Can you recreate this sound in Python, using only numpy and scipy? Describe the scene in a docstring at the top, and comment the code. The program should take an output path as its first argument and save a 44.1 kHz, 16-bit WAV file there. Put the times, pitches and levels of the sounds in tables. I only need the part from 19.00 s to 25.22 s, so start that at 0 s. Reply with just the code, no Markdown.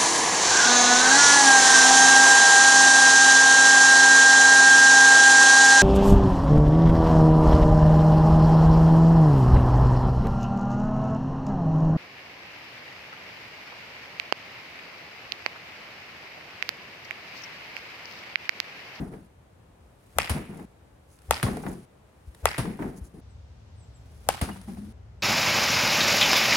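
"""A practice net flaps and rattles, then a bat cracks four baseballs off a tee into it. Each hit is a click,
the knock of the squashed ball and a short ring of the bat, thrown back by lawn, trunks and leaves. The net
snaps tight, thuds and billows, and its frame clatters. Underneath are the batter's movements and a light
breeze. From about 4.2 seconds the scene changes: the echoes differ, the net's cloth hums, the low rumble
beneath is louder and a small bird whistles."""
import sys
import numpy as np
from scipy import signal
from scipy.fft import rfft, irfft, next_fast_len
from scipy.io import wavfile
from scipy.ndimage import map_coordinates

SR = 44100
rng = np.random.default_rng(int(sys.argv[2]) if len(sys.argv) > 2 else 0)


def persist_wave(psi):
    """Save psi, clipped to +-1, as 16-bit WAV."""
    counts = np.round(np.clip(psi, -1, 1) * 32767).astype(np.int16)
    wavfile.write(sys.argv[1], SR, np.atleast_2d(counts).T)


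N = 274302
CHANGE_S, TREBLE_DROP_S = 4.206, 5.925  # when echoes, cloth and rumble change; when the background's treble drops

# Bat meets ball. Each row: start in seconds, click level in dB, click tilt in dB per octave, knock level
# in dB, knock tilt in dB per octave, ring level in dB, ring pitch multiplier, echo level in dB, extra
# bite in dB, band sent toward the trees in Hz, its boost in dB. Levels in all tables are relative.
HITS = [(1.1853, -4.5, 7, -3, 3.5, -4.5, 0.92, 2.5, -0.5, 2410, 6),
        (2.3091, -3.5, 4.5, -1.5, 2.5, -3, 0.96, 3.5, 1, 1885, -0.5),
        (3.4556, -5, 4, 0.5, 2, -6.5, 0.95, 2, 1.4, 1970, 6),
        (5.2886, -9, 13.5, -6.5, -1.3, -1, 0.87, 2.5, 12.5, 2000, -5)]
# The tone of the click and of the knock. Each row: frequency in Hz, level in dB.
CLICK_TONE = [(500, -29), (2500, -13), (4500, -0.5), (6300, -6.5), (8800, 5), (11000, -1), (13000, -4.5),
              (16000, -16)]
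KNOCK_TONE = [(100, -35.5), (250, -15.5), (430, 3.5), (750, -3.5), (1000, 3.5), (1400, -8), (2000, -14.5),
              (2500, -17.5), (3200, -18), (4200, -24), (7500, -23.5), (16000, -57.5)]
# The notes the bat rings with. Each row: pitch in Hz, level in dB, fade time in seconds.
BAT_NOTES = [(914, -10.5, 0.018), (1214, -34, 0.037), (1746, -27, 0.038), (1920, -37.5, 0.074),
             (2630, -32, 0.046), (3060, -25.5, 0.0092), (3520, -34, 0.018)]
# Knock and ring lean to the left. Each row: frequency in Hz, how much louder the left is in dB.
KNOCK_LEAN = [(400, -0.5), (900, 8.5), (4000, 18.5)]
def bat_cracks(size=32768, click_db=9, knock_db=21.5, foliage_db=-34, squash_s=0.00072, lawn_s=0.00151):
    """The contact clicks, the squashed ball knocks and the bat rings; lawn and woods repeat it."""
    out = np.zeros((2, N))
    t, hz = np.arange(size) / SR, np.fft.rfftfreq(size, 1 / SR)
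    # The knock reaches the left side first, the click the right side.
    knock_sides = delay(hz, np.array([[0], [4 / SR]])) * amp(curve(KNOCK_LEAN, hz) * [[.5], [-.5]])
    click_sides = delay(hz, np.array([[3.6 / SR], [0]])) * pan(0.88)
    click_octaves = np.log2(np.clip(hz / 9000, .5, 2))
    knock_octaves = np.log2(np.clip(hz / 800, .5, 5))
    lawn = 1 + .85 * delay(hz, lawn_s) / (1 + (hz / 2600) ** 2)  # grass returns only the lower part
    early_trunks, late_trunks = trunk_echoes(EARLY_TRUNKS, size), trunk_echoes(LATE_TRUNKS, size)
    fade_out = np.minimum(1, 20 * (t[-1] - t))
    for (start, click_level, click_tilt, knock_level, knock_tilt, ring_db, ring_pitch,
         echo_db, bite_db, beam_hz, beam_db) in HITS:
        click = amp(click_db + click_level) * pulse(curve(CLICK_TONE, hz) + click_tilt * click_octaves)
        knock = amp(knock_db + knock_level) * pulse(curve(KNOCK_TONE, hz) + knock_tilt * knock_octaves)
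        ring = sum(amp(ring_db + db + rng.normal(0, 1)) * note(t, ring_pitch * pitch, fade_s)
                   for pitch, db, fade_s in BAT_NOTES)
        body = (knock * lawn + rfft(ring)) * delay(hz, squash_s)
        direct = body * knock_sides + click * click_sides
        trunks = early_trunks if start < CHANGE_S else late_trunks
        echoes = (body + click) * trunks + amp(foliage_db) * rfft(foliage(size))
        # The bat beams one band toward the trees, depending on where the ball meets it.
        beam = pulse(echo_db + beam_db * band(hz, beam_hz, octaves=0.45))
        bite = pulse(bite_db * band(hz, 5700, octaves=0.73))  # the edge of a hard contact
        add(out, start, irfft(direct * bite + beam * echoes) * fade_out)
    return out


# Trunks and yard gear that echo a crack, before and after CHANGE_S. Each row: delay in seconds,
# level in dB, how much louder the left is in dB, the frequency returned best in Hz.
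EARLY_TRUNKS = [(.0045, -19, -2, 900), (0.0142, -17.5, 1, 2290), (0.0172, -19.5, -3, 2400),
                (0.025, -23, -4, 1000), (0.0332, -19, 4.5, 4800), (.0585, -25, -3, 2600),
                (.0598, -23, 3, 4900), (.0893, -20.5, 0, 2000)]
LATE_TRUNKS = [(.0055, -13, -6, 950), (.0105, -15, 4, 950), (.0125, -13, 4, 5140), (.0155, -11.5, 1, 2800),
               (.0565, -17, -3, 2800), (.09, -20, 0, 2400)]
# The tone all these echoes share. Each row: frequency in Hz, level in dB.
ECHO_TONE = [(200, -19), (600, -8.5), (900, 0), (1300, -0.5), (2200, 4), (3500, 1.5), (5000, 8),
             (7000, -21), (16000, -29.5)]
def trunk_echoes(trunks, size, smear_s=0.0008, roughness=0.85, lead_s_per_db=5e-5):
    """Each trunk returns a slap, smeared by rough bark, that reaches the louder side first."""
    t, hz = np.arange(size) / SR, np.fft.rfftfreq(size, 1 / SR)
    echoes = 0
    for delay_s, db, left_db, best_hz in trunks:
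        smear = rng.standard_normal(size) * np.exp(-t / smear_s)
        slap = (1 + roughness * rfft(smear / np.linalg.norm(smear))) / np.hypot(1, roughness)
        colour = pulse(9 * (band(hz, best_hz, octaves=0.37) - .5))
        arrival_s = delay_s + lead_s_per_db * left_db * np.array([[-.5], [.5]])
        echoes += amp(db) * slap * colour * delay(hz, arrival_s) * pan(left_db)
    return echoes * amp(curve(ECHO_TONE, hz))


# The tone of a crack scattered by leaves. Each row: frequency in Hz, level in dB.
FOLIAGE_TONE = [(100, 10), (420, -1.5), (900, -2), (1400, -1.5), (2200, -1.5), (3600, -8.5), (4900, -7.5),
                (6500, -11.5), (9500, -6.5), (12000, -18), (16000, -26.5)]
# How long it lingers. Each row: frequency in Hz, fade time in seconds.
FOLIAGE_FADE = [(200, 0.29), (1000, 0.78), (3000, 0.78), (9000, 0.31), (15000, 0.7)]
def foliage(size, rise_s=0.00047):
    """Countless leaves and twigs scatter a crack into a grainy tail."""
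    likeness = [(300, 0.54), (1200, 0.1), (5000, 0.1), (9000, 0.41)]
    scatter = noise(FOLIAGE_TONE, grain_db=3, likeness=likeness)[:, :size]
    hz, t, bands = signal.stft(scatter, SR, nperseg=256)
    envelope = (1 - np.exp(-t / rise_s)) * fade(t, curve(FOLIAGE_FADE, hz)[:, None])
    return signal.istft(bands * envelope, SR, nperseg=256)[1][:, :size]


# The ball lands in the net. Each row: start in seconds, levels in dB of snap, slap, hiss, rustle and
# thud, the thud's delay in seconds, its first pitch in Hz, its rise and glide times in seconds.
CATCHES = [(1.2952, -20.5, -26, -31.5, -54, -18, .0071, 100, .0114, .034),
           (2.428, -18.5, -23.5, -32.5, -48, -17, .0011, 185, .0122, .026),
           (3.5796, -22, -24.5, -32.5, -56, -18.5, .0093, 182, .0065, .0205),
           (5.4129, -23, -27, -33.5, -47.5, -14.5, .0081, 180, .0048, .0075)]
# The tone of the snapping net, slapped cloth and rubbing cords. 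Each row: frequency in Hz, level in dB.
SNAP_TONE = [(150, -2), (600, 7), (1600, 4), (3000, 2), (6500, -15), (9500, 1.5), (12000, -8),
             (16000, -20.5)]
SLAP_TONE = [(80, 8), (200, 13.5), (400, 1), (800, -2), (1500, -7), (2500, -12), (5000, -17), (9000, -68)]
MESH_TONE = [(1000, 9), (3000, 1.5), (4900, 1.5), (6800, -2), (8300, -2.5), (9500, 6.5), (10600, 3.5),
             (12000, -8), (16000, -10)]
def net_catches(slap_lag_s=0.0046, sag_hz=43.8):
    """The ball snaps the net tight and slaps its cloth; cords zip, and a thud sinks as the net gives."""
    snap, slap, hiss = np.zeros((3, N))
    thud = np.zeros((2, N))
    for start, snap_db, slap_db, hiss_db, _, thud_db, lag_s, thud_hz, rise_s, glide_s in CATCHES:
        snap += amp(snap_db) * burst(start, rise_s=0.00075, fade_s=0.038)
        slap += amp(slap_db) * burst(start + slap_lag_s, rise_s=0.00085, fade_s=0.24)
        hiss += amp(hiss_db) * burst(start, rise_s=0.00055, fade_s=0.26)
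        add(thud, start + lag_s, air_push(thud_db, sag_hz, rise_s, thud_hz / sag_hz, glide_s))
    return (thud + snap * noise(SNAP_TONE, grain_db=2.5)
            + slap * noise(SLAP_TONE, grain_db=1.5) * pan(0.44)
            + hiss * noise(MESH_TONE, grain_db=1.5) * pan(2.6))


def air_push(db, end_hz, rise_s, start_ratio=1, glide_s=0.011):
    """A push of air is a few low waves; a start_ratio above 1 makes the pitch sink as motion slows."""
    t = np.arange(SR // 4) / SR
    pitch = end_hz * (1 + (start_ratio - 1) * np.exp(-t / glide_s))
    swell = (t / rise_s * np.exp(1 - t / rise_s)) ** 1.5
    return amp(db) * swell * sine(pitch) * pan(2.7)


# The net swings out and back. Each row: start and hold time in seconds, cloth and frame levels in dB.
BILLOWS = [(0.0, 0.0057, -28, -39), (0.115, 0.037, -42.5, -51), (1.345, 0.028, -31.5, -36.5),
           (1.49, 0.13, -41.5, -50.5), (2.465, 0.013, -27, -34), (2.508, 0.089, -39.5, -49),
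           (2.649, 0.058, -32.5, -44), (3.637, 0.068, -32.5, -44), (3.794, 0.064, -30.5, -39.5),
           (3.917, 0.12, -55.5, -61.5), (4.138, 0.057, -46.5, -64), (5.471, 0.039, -36, -48),
           (5.676, 0.032, -34, -50), (5.782, 0.1, -43, -64)]
# The tone of loose cloth, tight cloth and the net's frame. Each row: frequency in Hz, level in dB.
LOOSE_CLOTH_TONE = [(53, -5), (90, -7.5), (108, -9.5), (167, 3.5), (222, 1), (275, -4.5), (330, -4.5),
                    (468, -11.5), (570, -30), (700, -15), (910, -28), (1540, -120)]
TIGHT_CLOTH_TONE = [(50, -40), (120, -13), (190, 11), (280, -4), (400, -12.5), (800, -61)]
FRAME_TONE = [(300, 5), (500, 7.5), (850, 6), (1300, 0.5), (2000, -2.5), (3000, -17), (5000, -27.5)]
def net_billows(hum_hz=200):
    """Cloth flutters, the frame chatters and the mesh rustles; from CHANGE_S tighter cloth hums."""
    flapping = sum(amp(db) * billow(start, hold_s, fade_s=0.39) for start, hold_s, db, _ in BILLOWS)
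    shaking = sum(amp(db) * billow(start, hold_s, fade_s=0.34) for start, hold_s, _, db in BILLOWS)
    settling = sum(amp(db) * billow(start, 0, fade_s=1.27) for start, _, _, _, db, *_ in CATCHES)
    loose = noise(LOOSE_CLOTH_TONE)
    hum = sine(hum_hz * (1 + 0.0293 * wobble(23)))
    tight = unit(noise(TIGHT_CLOTH_TONE) + amp(-1) * hum)
    cloth = flapping * np.where(clock() < CHANGE_S, loose, tight) * pan(2.3)
    frame = amp(-3) * shaking * noise(FRAME_TONE, grain_db=2) * pan(-1.7)
    rubbing = amp(-44) * np.sqrt(flapping) + amp(-3) * settling
    rustle = amp(1.6 * wobble(60)) * noise(MESH_TONE, grain_db=-1)
    mesh = rubbing * (rustle + amp(-9) * cord_clicks()) * pan(1)
    return cloth + frame + mesh


def billow(start, hold_s, fade_s, rise_s=0.004):
    """The loudness of one swing of the net: it fills, holds and dies away."""
    out, t = np.zeros((1, N)), clock()
    envelope = (1 - np.exp(-t / rise_s)) * fade(np.maximum(t - hold_s, 0), fade_s)
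    add(out, start, envelope[None])
    return out[0]


# The tone of clicking cords. Each row: frequency in Hz, level in dB.
CORD_TONE = [(700, -14), (1500, 9), (3000, -5), (4800, -8), (7000, -5), (10000, -4), (13000, -2),
             (16000, -15)]
def cord_clicks(count=500, spread_db=5, fade_s=0.012):
    """Cords and clips click against each other at random moments."""
    moments = rng.uniform(0, N - 1, count).astype(int)
    strengths = amp(spread_db * rng.standard_normal(count).clip(-2, 2))
    one_click = fade(np.arange(SR // 10) / SR, fade_s)
    clicks = signal.fftconvolve(np.bincount(moments, strengths, N), one_click)[:N]
    return unit(clicks * noise(CORD_TONE))


# Knocks of the frame. Each row: start in seconds, knock level in dB, ring level in dB, ring pitch in Hz.
RATTLES = [(0.128, -54, -48, 780), (0.137, -41.5, -33, 428), (1.372, -35, -29, 405), (1.536, -45, -46, 783),
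           (1.592, -40.5, -43, 835), (2.465, -28, -27, 1090), (2.483, -31, -41, 640),
           (2.569, -34.5, -30, 442), (2.636, -33, -39, 807), (2.664, -27, -31, 919),
           (3.654, -31.5, -39, 1010), (3.791, -34.5, -38, 937), (3.822, -29.5, -44, 495),
           (5.435, -34, -37, 773), (5.478, -42, -54, 820), (5.488, -29.5, -40, 450), (5.497, -43, -39, 420),
           (5.515, -52, -42, 2870), (5.56, -43.5, -52, 970), (5.683, -49, -40, 793),
           (5.77, -44.5, -56, 700)]
# The notes of a fitting. Each row: multiple of the ring pitch, level in dB, fade time in seconds.
FITTING_NOTES = [(1, -3, 0.096), (1.62, -14.5, 0.041)]
# Ticks of twigs and cords. Each row: start in seconds, level in dB.
TICKS = [(2.188, -37), (2.218, -37.5), (2.569, -24.5), (3.347, -30), (5.614, -31)]
def clatter(knock_db=-1, tick_db=-10):
    """The frame knocks hollowly and its fittings ring; twigs and cords give dry ticks."""
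    rings, t = np.zeros((2, N)), np.arange(SR // 4) / SR
    for start, _, ring_db, hz in RATTLES:
        ring = sum(amp(ring_db + db) * note(t, ratio * hz, fade_s) for ratio, db, fade_s in FITTING_NOTES)
        add(rings, start, ring[None])
    knocks = sum(amp(db + knock_db) * burst(start, 0.0005, fade_s=0.064) for start, db, *_ in RATTLES)
    ticks = sum(amp(db + tick_db) * burst(start, 0.00093, fade_s=0.019) for start, db in TICKS)
    return knocks * noise(FRAME_TONE) + rings + ticks * noise(MESH_TONE)


# The bat sweeps past just before a hit. Each row: start in seconds, push and whoosh levels in dB.
SWINGS = [(1.152, -33, -43.5), (2.281, -28.5, -47), (3.428, -27, -40), (5.26, -40, -45.5)]
# The tone of the whoosh. Each row: frequency in Hz, level in dB.
WHOOSH_TONE = [(80, 0), (180, -6), (400, -8), (700, -7.5), (1500, -20.5), (4000, -36)]
def bat_swings(peak_s=0.022, width_s=0.016):
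    """The bat shoves and stirs the air on its way to the ball."""
    pushes, whoosh = np.zeros((2, N)), np.zeros(N)
    for start, push_db, whoosh_db in SWINGS:
        add(pushes, start, air_push(push_db, end_hz=72, rise_s=0.021))
        whoosh += amp(whoosh_db) * np.exp(-((clock() - start - peak_s) / width_s) ** 2)
    return pushes + whoosh * noise(WHOOSH_TONE) * pan(2.2)


# The batter's steps. Each row: start in seconds, level in dB.
STEPS = [(3.271, -33.5), (4.011, -29.5)]
def footsteps():
    """A foot lands on the lawn with a low thud."""
    out = np.zeros((2, N))
    for start, db in STEPS:
        add(out, start, air_push(db, end_hz=54.6, rise_s=0.011, start_ratio=1.67))
    return out


# The tone of rustling clothes. Each row: frequency in Hz, level in dB.
CLOTHES_TONE = [(1500, 4.5), (4000, -1.5), (7000, -3), (10000, -0.5), (15000, -9.5)]
def clothes_rustle(level_db=-61, wind_up_s=0.17, flick_db=2):
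    """The batter's clothes rustle in little flicks, most of all as he turns into the ball."""
    effort = sum(np.exp(-np.abs(clock() - start) / wind_up_s) for start, *_ in HITS)
    return amp(level_db + flick_db * wobble(76)) * effort * noise(CLOTHES_TONE, grain_db=1.5)


# Cords, straps and shoes scrape. Each row: start in seconds, length in seconds, level in dB.
SCRAPES = [(1.568, 0.015, -59.5), (2.083, 0.11, -64), (2.619, 0.02, -52.5), (2.676, 0.031, -52.5),
           (2.721, 0.023, -53), (3.957, 0.043, -55), (4.027, 0.065, -60.5), (5.052, 0.28, -71)]
# The tone of a scrape. Each row: frequency in Hz, level in dB.
SCRAPE_TONE = [(2500, -12), (4800, 0.5), (6800, 7), (8300, 0), (10000, 10), (13000, -9), (16000, -3)]
def scrapes():
    """Each scrape is many tiny slips, swelling and fading."""
    strokes = sum(amp(db) * np.sin(np.pi * np.clip((clock() - start) / length, 0, 1))
                  for start, length, db in SCRAPES)
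    return strokes * noise(SCRAPE_TONE, grain_db=3.5)


# A small bird's calls. Each row: start and length in seconds, first and last pitch in Hz, level in dB.
WHISTLES = [(4.28, 0.052, 9700, 7600, -71), (4.746, 0.12, 9240, 7540, -65.5),
            (4.934, 0.043, 8640, 7350, -61), (6.188, 0.055, 8250, 7630, -71)]
def bird(echo_db=-4, fade_s=0.39, waver=0.004):
    """Thin whistles drop fast, level off and linger among the trees."""
    out = np.zeros((2, N))
    for start, length, first_hz, last_hz, db in WHISTLES:
        progress = np.linspace(0, 1, round(length * SR))
        pitch = last_hz + (first_hz - last_hz) * (1 - progress) ** 1.7
        pitch *= 1 + waver * wobble(402)[:len(progress)]
        add(out, start, amp(db) * np.sin(np.pi * progress ** 1.44) * sine(pitch) * pan(0))
    tail = rng.standard_normal((2, SR // 2)) * fade(np.arange(SR // 2) / SR, fade_s)
    echo = signal.fftconvolve(out, tail / np.linalg.norm(tail[0]), axes=1)[:, :N]
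    return out + amp(echo_db) * echo


# The tone of the background before and after CHANGE_S. Each row: frequency in Hz, level in dB.
EARLY_AIR_TONE = [(15, -49.5), (25, -21.5), (40, -16.5), (63, -4.5), (153, -15), (249, -20.5), (277, -20),
                  (326, -21.5), (405, -21), (503, -20), (1480, -31.5), (2350, -36), (5430, -45.5),
                  (9570, -45.5), (16000, -58)]
LATE_AIR_TONE = [(15, -54), (25, -46), (52, -5), (76, -3), (114, -7), (141, -19), (293, -27), (317, -32),
                 (405, -28), (714, -30.5), (1130, -37), (1520, -38), (1790, -41), (5880, -46), (16000, -73)]
# How wide it sounds. Each row: frequency in Hz, how alike left and right are (1 means the same).
AIR_LIKENESS = [(60, 1), (180, 0.91), (550, 0.13), (1650, 0.058), (4970, -0.078), (15000, 0.67)]
def rumble_and_breeze(early_db=-55, late_db=-46.5, drop_db=-5):
    """A distant rumble, louder from CHANGE_S, and a breeze in the leaves whose treble drops around 5 kHz from
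    TREBLE_DROP_S."""
    early = amp(early_db) * noise(EARLY_AIR_TONE, likeness=AIR_LIKENESS)
    late = amp(late_db) * noise(LATE_AIR_TONE, likeness=AIR_LIKENESS)
    duller = filtered(late, lambda hz: amp(drop_db * band(hz, 5000, octaves=1)))
    late = np.where(clock() < TREBLE_DROP_S, late, duller)
    blend = np.clip((clock() - CHANGE_S) / .01, 0, 1)
    return ((1 - blend) * early + blend * late) * amp(0.59 * wobble(2.9)) * pan(1.4)


# How wide nearby noises sound. Each row: frequency in Hz, how alike left and right are.
NEAR_LIKENESS = [(300, 0.96), (650, 0.38), (1500, 0.12), (4000, 0.045), (9000, 0.82)]
def noise(tone, grain_db=0, likeness=NEAR_LIKENESS):
    """Stereo noise with the given tone; grain_db breaks it into small random bursts."""
    def shape(hz):
        angle = np.arccos(np.clip(curve(likeness, hz), -1, 1)) / 2
        return amp(curve(tone, hz)) * [np.cos(angle), np.sin(angle)]
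    grains = rng.standard_normal((2, N)) * amp(grain_db * wobble(700))
    mid, side = filtered(grains, shape)
    return unit(np.array([mid + side, mid - side]))


# Moments when lingering sounds stop short. Each entry: time in seconds.
STOPS = [.272, 1.655, 2.852, 4.206, 5.925]
def add(track, start, sound):
    """Mix a sound in at start seconds; it lasts until the next stop at most."""
    first = round(start * SR)
    last = min([round(stop * SR) for stop in STOPS if stop > start] + [N, first + sound.shape[-1]])
    track[:, first:last] += sound[:, :last - first]


def amp(db):
    """Turn decibels into a multiplier."""
    return 10 ** (np.asarray(db) / 20)


def unit(x):
    """Scale to an average (rms) level of 1."""
    return x / np.sqrt(np.mean(x ** 2) + 1e-20)


def pan(left_db):
    """Left and right gains that make the left louder by left_db."""
    return amp([[left_db / 2], [-left_db / 2]])


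def clock():
    """The time of every sample in seconds."""
    return np.arange(N) / SR


def fade(t, fade_s):
    """Die away by 60 dB in fade_s seconds: the fade time."""
    return amp(-60 * t / fade_s)


def burst(start, rise_s, fade_s):
    """A loudness curve that rises at start and dies away."""
    t = np.maximum(clock() - start, 0)
    return (1 - np.exp(-t / rise_s)) * fade(t, fade_s)


def note(t, hz, fade_s):
    """One fading pitch."""
    return fade(t, fade_s) * np.sin(2 * np.pi * hz * t)


def sine(pitch):
    """A pure tone that follows a changing pitch in Hz."""
    return np.sin(2 * np.pi * np.cumsum(pitch) / SR)


def wobble(rate):
    """A smooth random curve through rate points a second."""
    return map_coordinates(rng.standard_normal(int(N * rate / SR) + 4), [clock() * rate])


def curve(points, hz):
    """Read between a table's rows, giving each octave equal room."""
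    frequencies, values = np.transpose(points)
    return np.interp(np.log(hz + 1), np.log(frequencies + 1), values)


def band(hz, centre_hz, octaves):
    """A bell-shaped bump of height 1 around centre_hz."""
    return np.exp(-(np.log2((hz + 1) / centre_hz) / octaves) ** 2)


def delay(hz, seconds):
    """Multiply a spectrum by this to make its sound arrive later."""
    return np.exp(-2j * np.pi * hz * seconds)


def pulse(db):
    """The spectrum of a sharply starting (minimum-phase) pulse with these levels."""
    cepstrum = irfft(np.log(amp(db)))
    half = len(cepstrum) // 2
    return np.exp(rfft(np.r_[cepstrum[0], 2 * cepstrum[1:half], np.zeros(half)]))


def filtered(x, response):
    """Scale each frequency in x by response(hz)."""
    size = x.shape[-1]
    padded = next_fast_len(size + 8192)
    return irfft(rfft(x, padded) * response(np.fft.rfftfreq(padded, 1 / SR)), padded)[..., :size]


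def scene():
    """Batter and net, with woods all round."""
    batter = bat_cracks() + clothes_rustle() + bat_swings() + footsteps()
    net = net_catches() + net_billows() + clatter()
    return batter + net + scrapes() + bird() + rumble_and_breeze()


def record(dry, low_hz=36, top_hz=16300, ceiling=0.93):
    """Drop the deepest bass, round off the highest peaks and remove the very top treble."""
    lean = signal.sosfilt(signal.butter(2, low_hz, "highpass", fs=SR, output="sos"), dry)
    rounded = lean / (1 + np.abs(lean / ceiling) ** 4) ** (1 / 4)
    return filtered(rounded, lambda hz: 1 / (1 + (hz / top_hz) ** 120))


dry = scene()
out = record(dry)
persist_wave(out)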